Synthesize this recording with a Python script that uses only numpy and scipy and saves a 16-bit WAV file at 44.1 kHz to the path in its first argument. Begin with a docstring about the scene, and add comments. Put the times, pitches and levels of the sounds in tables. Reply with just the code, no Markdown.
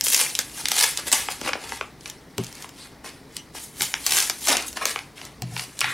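"""Paper rustles in dense crackles and snaps, an edge squeaks and fingers thump a desk top.
Hands crumple, fold and stack small paper strips close to two microphone ports.
Crackles and snaps are filtered noise bursts, squeaks are fuzzy gliding tones, thumps are ringing desk modes.
A small room answers the paper, a low drone fills the pauses, and the loudest snaps stand above the rustle."""
import sys
import numpy as np
from scipy import signal
from scipy.fft import rfft, irfft, next_fast_len
from scipy.io import wavfile
from scipy.ndimage import uniform_filter1d

SR = 44100
rng = np.random.default_rng(int(sys.argv[2]) if len(sys.argv) > 2 else 0)


def undo_db(level):
    """Turn decibels back into plain size, where 20 dB means ten times bigger."""
    steps = np.asarray(level, float) / 20
    return 10 ** steps


def generate_wav(sig):
    """Save sig (samples, or channels by samples) to the path in sys.argv[1] as 16-bit PCM at SR."""
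    pcm = np.round(np.clip(np.atleast_2d(sig).T, -1, 1) * 32767).astype(np.int16)
    wavfile.write(sys.argv[1], SR, pcm)


N = 261513  # length in samples

# Centres of the octave-wide bands that build up the paper sounds: one column (frequency [Hz])
BAND_CENTRES_HZ = np.array([280, 560, 1100, 2100, 4000, 8000, 13000])


def unit(x):
    """Scale to rms 1."""
    return x / np.sqrt(np.mean(x ** 2, axis=-1, keepdims=True) + 1e-20)


def along(points, hz, column=1):
    """Read a column of a table between its frequency points, on a log axis."""
    table = np.transpose(points)
    return np.interp(np.log(hz + 1), np.log(table[0] + 1), table[column])


def filtered(x, response):
    """Shape the spectrum of x by a response that depends on frequency."""
    m = next_fast_len(N + 8192)
    spectrum = rfft(x, m)
    return irfft(spectrum * response(np.fft.rfftfreq(m, 1 / SR)), m)[..., :N]


def patchy(patchy_db):
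    """White noise whose colour drifts in patches of time and frequency."""
    z = signal.stft(rng.standard_normal(N), nperseg=256)[2]
    field = uniform_filter1d(rng.standard_normal(z.shape), size=4, axis=0)
    field = uniform_filter1d(field, size=6, axis=1)
    coloured = z * undo_db(patchy_db * field / field.std())
    return unit(signal.istft(coloured, nperseg=256)[1][:N])


def fade(hz, t60, length=2048):
    """A sudden start dying away, slower in low octaves; t60 (seconds to fall 60 dB) holds at 3 kHz."""
    seconds = np.arange(length) / SR
    return undo_db(-60 * seconds / (t60 * (3000 / hz) ** 0.09))


def octave(x, hz):
    """Keep one octave of x around hz, using only its past."""
    edges = [hz / np.sqrt(2), min(hz * np.sqrt(2), SR / 2 - 100)]
    return signal.sosfilt(signal.butter(3, edges, "band", fs=SR, output="sos"), x)


def shares(tilt_db, bend_db):
    """How the energy divides over the octaves: big folds speak low, crease tips high."""
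    octaves_up = np.log2(BAND_CENTRES_HZ / 3000)[:, None]
    gains = undo_db(tilt_db * octaves_up - bend_db * octaves_up ** 2)
    return gains / np.linalg.norm(gains, axis=0)


def drone(unlike_db=-14):
    """Steady rumble lifted at the room's low resonances, and hiss, nearly alike at both microphones."""
    # room resonances: (frequency [Hz], half width [Hz], strength of the added peak [dB])
    resonances = [(61.6, 1.7, 12.5), (142, 18, 2.5), (273, 27, 0.5),]
    # colour of the drone: (frequency [Hz], relative level [dB])
    drone_colour = [(25, -13.5), (45, -5.5), (95, -5), (430, -4), (520, -9.5), (2000, -13), (3000, -27),
                    (12000, -28.5), (16000, -19)]

    def response(hz):
        lift = 1 + sum(undo_db(db) / (1 + ((hz - centre) / width) ** 2) for centre, width, db in resonances)
        return undo_db(along(drone_colour, hz) - 32.5) * lift

    shared = patchy(patchy_db=1.56)
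    unlike = undo_db(unlike_db) * patchy(patchy_db=0.5)
    noise = filtered(np.array([shared, unlike]), response)
    return [[1, 1.0], [1, 0.05]] @ noise  # the unlike part is mostly at the left


def room(x, desk_s=.0026, desk_db=-8, tail_db=-11):
    """Direct sound, a bounce off the desk, stronger at the left, then a tail; both change as the hands move."""
    # dying away of the tail: (frequency [Hz], t60 [s], share unlike left and right [ratio])
    tail_table = [(300, 0.21, 0.32), (2540, 0.25, 0.0081), (11400, 0.013, 0.17)]
    out = np.array([x, x])
    hop = SR // 5  # each fifth of a second gets its own answer
    for start in range(0, N, hop):
        hz, t, z = signal.stft(rng.standard_normal((2, SR // 3)), SR, nperseg=256)
        z[1] *= along(tail_table, hz, column=2)[:, None]
        decay = undo_db(-60 * t / along(tail_table, hz)[:, None])
        alike, unlike = signal.istft(z * decay, SR, nperseg=256)[1]
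        tail = undo_db(tail_db) * np.array([alike + unlike, alike - unlike]) / np.linalg.norm(alike)
        answer = np.pad(tail, ((0, 0), (330, 0)))  # the tail waits 330 samples
        # the bounce arrives up to two samples apart at the two ports
        bounce_at = round(desk_s * SR * (.5 + rng.random())) + rng.integers(3, size=2)
        answer[[0, 1], bounce_at] = undo_db(desk_db + np.array([2.5, -2.5]))
        wet = signal.fftconvolve(x[None, start:start + hop], answer, axes=1)[:, :N - start]
        out[:, start:start + wet.shape[1]] += wet
    return out


def thumps():
    """A fingertip sets the desk top ringing; a soft touch wakes only its low modes, a nail knocks."""
    # fingers on the desk: (time [s], strength [dB], dullness [dB per octave], knock level [dB])
    touches = [(2.382, -34.5, 1, -33), (2.392, -34, 0.5, -50), (3.804, -45.5, -0.5, -39),
               (5.42, -33.5, 12.5, -28), (5.52, -36, 17, -37), (5.832, -46, 16, -49)]
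    # ringing modes of the desk top: (frequency [Hz], relative level [dB], t60 before hand damping [s])
    desk_modes = [(124, 7, 0.5), (173, 6.5, 0.4), (216, 10, 0.14), (257, 10, 0.106), (371.5, 15.5, 0.086)]
    # the knock's pitch sags as the finger settles
    knock_hz, knock_t60_s, knock_sag_hz_per_s = 779, 0.068, 4400
    out = np.zeros(N + SR)
    t = np.arange(SR // 2) / SR
    onset = 1 - np.exp(-t / 0.0042)  # soft start
    knock_tone = np.sin(2 * np.pi * (knock_hz - knock_sag_hz_per_s * t / 2) * t)
    for s, db, dull_db, knock_db in touches:
        damp_db_per_s = 25 * max(6.5 - dull_db, 0)  # a firm hand stays down and damps the ring
        ring = np.zeros(len(t))
        for hz, level, t60 in desk_modes:
            mode_db = level - dull_db * np.log2(hz / 120) - 60 * t / t60 - damp_db_per_s * t
            ring += undo_db(mode_db) * np.sin(2 * np.pi * hz * t)
        knock = undo_db(knock_db - 60 * t / knock_t60_s) * knock_tone
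        out[round(s * SR):][:len(t)] += (undo_db(db) * ring + knock) * onset
    return out[:N]


def squeaks(octave_db_per_fuzz=-25):
    """Stick-slip of a paper edge: a fuzzy gliding tone, fading as it slows; cleaner ones carry their octave."""
    # an edge slides and sings:
    # (time [s], length [s], start pitch [Hz], end pitch [Hz], level [dB], fuzz [share of the pitch])
    slides = [(2.782, .11, 4350, 4070, -48, 0.23), (3.365, 0.067, 3040, 2880, -49.5, 0.086),
              (4.812, 0.0348, 1330, 912, -29, 0.39), (5.818, 0.18, 1948, 1640, -29.5, 0.37)]
    out = np.zeros(N + SR)
    for s, length_s, start_hz, end_hz, db, fuzz in slides:
        u = np.linspace(0, 1, round(length_s * SR))
        turn = 2 * np.pi * np.cumsum(start_hz + (end_hz - start_hz) * u) / SR
        # slow random wobble of size and phase makes the tone fuzzy
        span = round(SR / (2 * fuzz * start_hz))
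        wobble = uniform_filter1d(rng.standard_normal((2, 2, SR // 2)), span)
        re, im = uniform_filter1d(wobble, span)[..., :len(u)]
        tone, overtone = unit(re * np.cos([turn, 2 * turn]) + im * np.sin([turn, 2 * turn]))
        swell = np.sin(np.pi * np.sqrt(u))  # quick rise, slow fall
        voice = tone + undo_db(octave_db_per_fuzz * fuzz) * overtone
        out[round(s * SR):][:len(u)] += undo_db(db) * swell * voice
    return out[:N]


def snaps():
    """Each snap is one kick and a short shiver, coloured by the part of the paper that flips."""
    # creases flipping: (time [s], rms over the shiver [dB], centre [octaves above 3 kHz])
    flips = [(0.01, -16, 2), (0.067, -18, 2.5), (0.145, -12, 2), (0.352, -21.5, 0.8), (0.39, -14, 2.4),
             (0.656, -19.5, 0.3), (0.685, -17.5, 2), (0.717, -15.5, 2.5), (0.974, -21.5, 1),
             (1.1171, -17, 2.4), (1.286, -24, -1), (1.321, -32.5, 2.5), (1.414, -28.5, 3),
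             (1.475, -24.5, -1), (1.491, -23, -1), (1.533, -21, -0.54), (1.554, -29, -2),
             (1.693, -33.5, 2.5), (1.721, -27.5, -0.84), (1.811, -23, -1.11), (2.009, -46, .9),
             (2.033, -50, 1.6), (2.058, -32.5, -0.06), (2.078, -52, 2.2), (2.099, -30, 1.78),
             (2.381, -24, 2.7), (2.437, -34, 2.3), (2.445, -34.5, 1.4), (2.467, -38, 1),
             (2.527, -38.5, 2.5), (2.553, -39.5, 1.7), (2.624, -34, 1.6), (2.644, -36.5, -0.96),
             (2.658, -48, 3), (2.692, -40, 2.5), (3.044, -39.5, -1.5), (3.367, -27, 1.2), (3.55, -39, -1.7),
             (3.808, -23.5, 0), (3.82, -17, 1.83), (3.94, -19.5, -.2), (4.065, -13.5, 2),
             (4.108, -20, 1.35), (4.121, -16, 2.45), (4.169, -18, 2.5), (4.203, -16, 1.75),
             (4.298, -16, 2.5), (4.418, -36.5, 2.5), (4.472, -17.5, 2.5), (4.569, -18, 1),
             (4.624, -31, 1.5), (4.729, -35, 2.1), (4.771, -28, -.5), (4.855, -15, 2.5), (4.96, -23, -.9),
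             (4.99, -30.5, -0.45), (5.215, -36, -0.4), (5.252, -37.5, 1.6), (5.421, -27.5, 2.5),
             (5.565, -27.5, -0.5), (5.578, -33, 0), (5.595, -27, 0.05), (5.791, -27.5, 1.2),
             (5.807, -18.5, 1.5), (5.814, -18, -.5), (5.843, -20.5, -0.5)]
    shiver_s = .008  # t60 at 3 kHz
    # snaps centred higher spread wider, until flat at flat_octave
    flat_octave, bend_db_per_octave, most_bend_db = 2.784, 2.5, 5.5
    out = np.zeros(N + 2048)
    for s, db, centre in flips:
        bend_db = np.clip(bend_db_per_octave * (flat_octave - centre), 0, most_bend_db)
        tilt_db = 2 * bend_db * centre  # puts the peak at the centre
        shiver = rng.standard_normal(2048)
        shiver[0] = 5.5 * np.sign(shiver[0])  # the kick
        for hz, share in zip(BAND_CENTRES_HZ, shares(tilt_db, bend_db)):
            burst = octave(fade(hz, t60=shiver_s) * shiver, hz)
            burst = burst / np.linalg.norm(burst) * np.sqrt(shiver_s * SR)
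            out[round(s * SR):][:2048] += undo_db(db) * share * burst
    return out[:N]


def handling():
    """Rustle level, tilt and bend: every grip swells, holds and lets go; the strongest sets the colour."""
    # each grip of the fingers:
    # (time of full pressure [s], swell [s], hold [s], rustle level [dB], tilt [dB per octave])
    grips = [(0.038, 0.004, 0.085, -24, 8.5), (0.151, 0.15, 0.063, -20.5, 4.5),
             (0.407, 0.13, 0.012, -32, 4.5), (0.599, 0.22, 0.016, -33, 4), (0.795, 0.19, 0.052, -20.5, 4),
             (0.988, 0.054, 0.012, -33.5, 1.5), (1.074, 0.033, 0.015, -28.5, 3),
             (1.125, 0.011, 0.019, -19.5, 3.5), (1.312, 0.046, 0.014, -31.5, 3),
             (1.456, 0.096, 0.033, -30.5, -0.5), (1.621, 0.1, 0.033, -39.5, -0.5),
             (1.701, 0.24, 0.076, -38.5, 1.5), (2.07, 0.11, 0.033, -42.5, 2.5),
             (2.375, 0.009, 0.12, -47, 2.5), (2.602, 0.42, 0.052, -44.5, 2), (2.781, 0.12, 0.094, -48, 1.5),
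             (3.044, 0.01, 0.05, -40, 1), (3.361, 0.095, 0.017, -44.5, 3),
             (3.551, 0.022, 0.035, -37.5, 2.5), (3.626, 0.11, 0.021, -37, 7),
             (3.823, 0.09, 0.014, -26, 5.5), (4.065, 0.0071, 0.0053, -26.5, 3.5),
             (4.148, 0.22, 0.0793, -23, 5), (4.471, 0.15, 0.014, -26.5, 6.5),
             (4.484, 0.05, 0.047, -22, -0.2), (4.671, 0.027, 0.018, -34.5, 9),
             (4.764, 0.014, 0.015, -32.5, 0), (4.815, 0.016, 0.018, -32, 0),
             (4.868, 0.034, 0.053, -31, 2.5), (5.165, 0.018, 0.11, -44.5, 0.5),
             (5.586, 0.19, 0.054, -36, 3), (5.81, 0.13, .15, -38, 3.5)]
    swell_db, release_db_per_s = 28, 135  # climb over one swell time; fall as the fingers let go
    stop_db, stop_s = 4, 0.004  # a light grip quickly drops this much more when it stops
    grip_bend_db = 1  # dB per octave squared
    rest_db, rest_tilt_db, rest_bend_db = -64, 20, 22  # paper merely held
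    s, swell_s, hold_s, db, tilt_db = np.transpose(grips)[:, :, None]
    steps = np.arange(0, N + 64, 64)
    late = steps / SR - s
    since_hold = np.maximum(late - hold_s, 0)
    lost_db = swell_db * np.maximum(-late, 0) / swell_s + release_db_per_s * since_hold
    lost_db = lost_db + stop_db * (db < -28) * (1 - np.exp(-since_hold / stop_s))
    power, rest = undo_db(2 * (db - lost_db)), undo_db(2 * rest_db)
    total = power.sum(axis=0) + rest

    def blend(gripped, held):
        return ((power * gripped).sum(axis=0) + rest * held) / total

    controls = 10 * np.log10(total), blend(tilt_db, rest_tilt_db), blend(grip_bend_db, rest_bend_db)
    return [np.interp(np.arange(N), steps, c) for c in controls]


def rustle(calm_db=120):
    """Small creases pop at random over the hiss of sliding sheets: most in a hard grip, less as it relaxes."""
    pops_per_s, spread_db, own_db = 380, 1.7, 2.5  # own_db: size differences from octave to octave
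    slide, kick = .52, 4  # strength of the hiss and of each pop's first kick
    effort_db, tilt_db, bend_db = handling()
    effort_db_per_s = np.gradient(effort_db) * SR
    pressing = np.clip(1.0 + effort_db_per_s / (2 * calm_db), .3, 1)  # weaker crackle while letting go
    pressing = pressing * np.clip((effort_db + 48) / 26, .42, 1)  # and in a light grip
    luck = rng.random((3, N))
    pops = (luck[0] < pops_per_s / SR) * undo_db(-spread_db * np.log(luck[1] + .1))  # a few pops are bigger
    out = np.zeros(N)
    for hz, share in zip(BAND_CENTRES_HZ, shares(tilt_db, bend_db)):
        sizes = pops * undo_db(own_db * rng.standard_normal(N))
        shake = np.sqrt(np.abs(signal.fftconvolve(sizes ** 2, fade(hz, t60=.007) ** 2)[:N]))
        crackle = shake * patchy(patchy_db=4.5)
        crackle = crackle + kick * sizes * np.sign(luck[2] - .5)  # each pop opens with one kick
        hiss = slide * patchy(patchy_db=3)
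        out += share * unit(octave(hiss + pressing * unit(crackle), hz))
    return out * undo_db(effort_db)


def scene():
    """Paper in the room, desk thumps a little louder at the left than at the right, over the drone."""
    paper = room(rustle() + snaps() + squeaks())
    return paper + thumps() * undo_db(0) * np.array(undo_db([[.6], [-.6]])) + drone()


def low_pass(x):
    """Removes everything above the highest recorded frequency."""
    return signal.sosfilt(signal.butter(12, 16990, fs=SR, output="sos"), x)


def record(dry, knee_db=-24, squeeze=0.21):
    """Two close ports lean left; gain control ducks under loud rustle; peaks are kept within full scale."""
    # colour of both ports: (frequency [Hz], level [dB])
    port_colour = [(900, 2), (1500, -2), (2100, 2), (2900, 0), (10000, 2), (13000, -3.5), (15800, -12)]
    # lean to the left: (frequency [Hz], left over right [dB])
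    left_lean = [(60, -1.5), (300, 1), (600, 3.5), (2400, -0.5), (12000, 0.5)]
    top_hz = 15800  # the band ends here

    def ports(hz):
        gain = undo_db(along(left_lean, hz) * [[.5], [-.5]] + along(port_colour, hz))
        turn = np.exp(1j * hz * np.array([[8e-6], [-8e-6]]))  # the left is a touch earlier
        return gain * turn * (hz < top_hz)

    x = filtered(dry, ports)
    power = uniform_filter1d(np.mean(x ** 2, 0), size=SR // 12)
    loud_db = 10 * np.log10(np.abs(power) + 1e-9)
    x = x * undo_db(-squeeze * np.maximum(loud_db - knee_db, 0))
    mix = np.clip(x, -.99, .99)
    return low_pass(mix)


dry = scene()
out = record(dry)
generate_wav(out)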